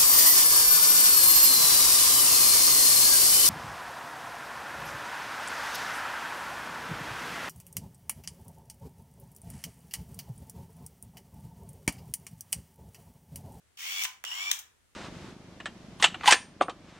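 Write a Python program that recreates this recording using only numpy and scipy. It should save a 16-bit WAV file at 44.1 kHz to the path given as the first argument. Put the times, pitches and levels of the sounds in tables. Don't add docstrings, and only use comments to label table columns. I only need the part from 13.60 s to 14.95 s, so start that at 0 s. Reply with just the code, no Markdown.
import sys
import numpy as np
from scipy import signal
from scipy.fft import rfft, irfft, next_fast_len
from scipy.io import wavfile
from scipy.ndimage import map_coordinates

SR = 44100
rng = np.random.default_rng(int(sys.argv[2]) if len(sys.argv) > 2 else 0)


def int16_out(signal):
    q = np.round(np.clip(np.atleast_2d(signal).T, -1, 1) * 32767)
    wavfile.write(sys.argv[1], SR, q.astype(np.int16))


N = 59535
T = np.arange(N) / SR
SIDES = np.array([[.5], [-.5]])
RUN_DOWN_S = 0.0078


def focus_motor():
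    # start and stop in seconds, rattle level in dB, rattle growth in dB per second.
    runs = [(.172, .452, -41, 10.5), (.645, .914, -43, -9)]
    # time in seconds, tooth rate in Hz.
    speed_out = [(.172, 500), (.2, 880), (.245, 1035), (.29, 1108), (.325, 1132), (.385, 1126),
                 (.425, 1145)]
    speed_back = [(.645, 600), (.68, 850), (.735, 1000), (.76, 1075), (.8, 1113), (.835, 1152), (.87, 1150),
                  (.91, 1187)]
    # frequency in Hz, relative density in dB.
    rattle_out = [(200, -40), (500, -30), (800, -10), (1100, -8.5), (1400, -8.5), (1800, -7.5), (2200, 1.5),
                  (2550, 0), (3000, 4.5), (4100, -7.5), (4900, -7.5), (5600, -1.5), (7000, -5), (8500, -10),
                  (13000, -16), (15300, -5.5)]
    rattle_back = [(200, -28), (500, -20.5), (800, -6), (1100, -1), (1400, -9), (1900, -7.5), (2400, -5),
                   (3050, 6.5), (3900, -7.5), (4900, -10.5), (5600, 4), (6300, -14), (7050, -0.5),
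                   (8300, -12.5), (11500, -19.5), (15300, -12)]
    outward = gear_train(runs[0], speed_out, rattle_out, direction=0)
    return outward + gear_train(runs[1], speed_back, rattle_back, direction=1)


def gear_train(run, speed_curve, spectrum, direction):
    start, stop = run[:2]
    flutter, sway_depth, teeth_per_turn, full_whine_hz = .004, 0.26, 12, 1157
    tooth_hz = np.interp(T, *np.transpose(speed_curve))
    speed = tooth_hz / tooth_hz.max()
    running = (T > start) * decay_after(stop, RUN_DOWN_S)
    teeth = np.cumsum(tooth_hz * (1 + flutter * wobble(170))) / SR
    shaft_angle = 2 * np.pi * teeth / teeth_per_turn
    sway = running * (1 + sway_depth * np.sin(shaft_angle))
    rattle = sway * speed ** 1.75 * tooth_rattle(teeth, run, spectrum)
    whine = sway * np.minimum(tooth_hz / full_whine_hz, 1) ** 9.7 * gear_whine(teeth, direction)
    whine *= decay_after(speed_curve[-1][0], RUN_DOWN_S)
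    hum = amp(-76) * running * speed ** 2 * np.sin(4 * shaft_angle)
    return radiated(rattle, room_db=-4) + hum + whine + amp(-11.5) * room(whine)


def gear_whine(teeth, direction):
    # harmonic number, outward and return levels in dB, left over right in dB,
    # left phase lead in radians.
    harmonics = [(1, -58, -54, 0, 4), (2, -37.5, -35, 0, 4.3), (3, -43.5, -46.5, 5.5, 6.9),
                 (4, -54, -59, 8, 9), (5, -52, -56, 13, 13.3), (6, -54, -57, 2, 15)]
    jitter_rad, flicker_db = 0.12, 3.3
    whine = np.zeros((2, N))
    for k, *levels, pan_db, lead in harmonics:
        phase = 2 * np.pi * k * teeth + jitter_rad * k * wobble(400) + lead * SIDES
        level_db = levels[direction] + flicker_db * wobble(60) + pan_db * SIDES
        whine += np.sqrt(2) * amp(level_db) * np.sin(phase)
    return whine


def tooth_rattle(teeth, run, spectrum):
    # time in seconds, width in seconds, extra level in dB.
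    catches = [(0.198, 0.016, 1), (0.273, 0.0036, 3), (0.421, 0.0021, 6), (0.674, 0.004, 0),
               (0.726, 0.0048, -1)]
    start, stop, rattle_db, growth_db_per_s = run
    scatter_db, scrape_db = 3, 1
    force = amp(scatter_db * rng.standard_normal(N).clip(-2, 2))
    ticks = np.diff(np.floor(teeth), prepend=0) * force * rng.choice([-1, 1], (3, N))
    scrape = amp(scrape_db) * rng.standard_normal((3, N))
    load_db = growth_db_per_s * (np.minimum(T, stop) - (start + stop) / 2)
    load_db += sum(db * bell(s, width) for s, width, db in catches)
    return amp(rattle_db + load_db) * coloured(unit(ticks) + scrape, spectrum)


def clicks():
    # start in seconds, level in dB, rise and decay in seconds, tilt in dB per octave.
    contacts = [(.4348, -28.5, 0.0026, 0.0029, 3.5), (0.4425, -26.5, .001, 0.0029, 7),
                (0.449, -30, 0.0029, 0.0046, -3), (0.6395, -35, 0.00038, 0.0012, 2.5),
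                (0.6486, -35.5, .002, 0.0031, -2.5), (.9134, -17, 0.0013, 0.0025, 0.5),
                (0.922, -39.5, 0.0034, 0.036, 1.5), (0.9894, -38, 0.0005, 0.0087, 6)]
    # frequency in Hz, relative density in dB.
    spectrum = [(200, -71), (500, -29.5), (900, -8.5), (1600, -2.5), (2400, -1), (3300, 8.5), (4300, -6.5),
                (5600, 3), (7000, 3.5), (8500, -2), (10800, -11), (12700, -6), (15500, -5.5)]
    chatter = np.zeros((3, N))
    for s, db, rise, decay, tilt_db in contacts:
        envelope = np.clip((T - s) / rise, 0, 1) * decay_after(s + rise, decay)
        chatter += amp(db) * envelope * coloured(rng.standard_normal((3, N)), spectrum, tilt_db)
    return radiated(chatter, room_db=-10.5)


def shutter():
    # frequency in Hz, width in seconds, level in dB.
    pulses = [(1821, .00018, -30.5), (800, 0.00013, -35.5)]
    snap_s, pan_db = .64155, -22.5
    knock = low_cut(sum(push(snap_s, db, hz, width) for hz, width, db in pulses))
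    return (direct(knock) + amp(-13) * room(knock)) * amp(pan_db * SIDES)


def squeaks():
    # time in seconds, width in seconds, frequency in Hz, level in dB.
    squeals = [(0.673, 0.013, 2923, -39), (.722, 0.0083, 2880, -36)]
    direct_and_diffuse = np.zeros((3, N))
    for part in direct_and_diffuse:
        for s, width, hz, db in squeals:
            part += amp(db) * bell(s, width) * np.sin(2 * np.pi * hz * T + 0.84 * wobble(350))
    return radiated(direct_and_diffuse, room_db=-7)


def case_ring():
    # mode frequency in Hz, relative level in dB, time to fall 60 dB in seconds.
    modes = [(1020, 0, .29), (1505, -6, .24), (2250, -6, .2), (2680, -7, .15), (2880, -2, .17)]
    # time of impact in seconds, level in dB.
    stops = [(.447, -44.5), (0.912, -53)]
    rise_s = .001
    out = np.zeros(N)
    for s, db in stops:
        t = np.maximum(T - s, 0)
        for hz, level, t60 in modes:
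            envelope = amp(db + level - 60 * t / t60) * (1 - np.exp(-t / rise_s))
            out += envelope * np.sin(2 * np.pi * hz * t + .3 * wobble(80))
    return out


def handling_thump():
    return push(s=0.0637, db=-67.5, hz=75, width=0.015)


def radiated(direct_and_diffuse, room_db):
    # frequency in Hz, left over right in dB.
    balance = [(700, 2.5), (1290, 3.5), (2380, -5), (4400, 8), (8100, -0.5), (15000, 2)]
    pair = direct(direct_and_diffuse[0]) + amp(2) * direct_and_diffuse[1:]
    pair = filtered(pair, lambda hz: amp(along(balance, hz) * SIDES))
    pair = low_cut(low_cut(pair))
    return pair + amp(room_db) * room(pair)


def direct(x, lead_s=0.000458):
    return filtered(x, lambda hz: np.exp(2j * np.pi * hz * lead_s * SIDES))


def low_cut(x, cutoff_hz=420):
    return signal.sosfilt(signal.butter(2, cutoff_hz, "high", fs=SR, output="sos"), x)


def room(x):
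    # frequency in Hz, reverberation time in seconds.
    t60 = [(300, 0.56), (1500, 0.44), (3000, 0.3), (7000, 0.29), (15000, 0.23)]
    hz, t, spectra = signal.stft(rng.standard_normal((2, SR // 2)), SR, nperseg=256)
    tail = signal.istft(spectra * amp(-60 * t / along(t60, hz)[:, None]), SR, nperseg=256)[1]
    tail *= 1 - np.exp(-np.arange(tail.shape[1]) / SR / 0.0016)
    tail /= np.linalg.norm(tail, axis=1, keepdims=True)
    return signal.fftconvolve(np.atleast_2d(x), tail, axes=1)[:, :N]


def noise_floor():
    # frequency in Hz, relative density in dB.
    spectrum = [(15, -46.5), (25, -14.5), (38, -15), (80, -8.5), (149, -19), (309, -22), (394, -19.5),
                (695, -24.5), (818, -25.5), (1740, -24), (5430, -31), (8830, -28.5), (16000, -43.5)]
    return amp(-69 + 0.71 * SIDES) * coloured(rng.standard_normal((2, N)), spectrum)


def amp(db):
    return 10 ** (np.asarray(db) / 20)


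def unit(x):
    return x / np.sqrt(np.mean(x ** 2) + 1e-20)


def along(points, hz):
    f, v = np.transpose(points)
    return np.interp(np.log(hz + 1), np.log(f + 1), v)


def wobble(rate):
    return map_coordinates(rng.standard_normal(int(N * rate / SR) + 4), [T * rate])


def filtered(x, response):
    size = next_fast_len(N + SR // 2)
    return irfft(rfft(x, size) * response(np.fft.rfftfreq(size, 1 / SR)), size)[..., :N]


def coloured(x, points, tilt_db=0):
    def gain(hz):
        return amp(along(points, hz) + tilt_db * np.log2(np.maximum(hz, 500) / 1000))
    return unit(filtered(x, gain))


def decay_after(s, time_constant):
    return np.exp(-np.maximum(T - s, 0) / time_constant)


def bell(s, width):
    return np.exp(-.5 * ((T - s) / width) ** 2)


def push(s, db, hz, width):
    return amp(db) * bell(s, width) * np.sin(2 * np.pi * hz * (T - s))


def scene():
    sustained = focus_motor() + noise_floor()
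    return sustained + squeaks() + clicks() + case_ring() + shutter() + handling_thump()


def record(dry, top_hz=15900):
    return filtered(dry, lambda hz: 1 / np.sqrt(1 + (hz / top_hz) ** 160))


dry = scene()
out = record(dry)
int16_out(out)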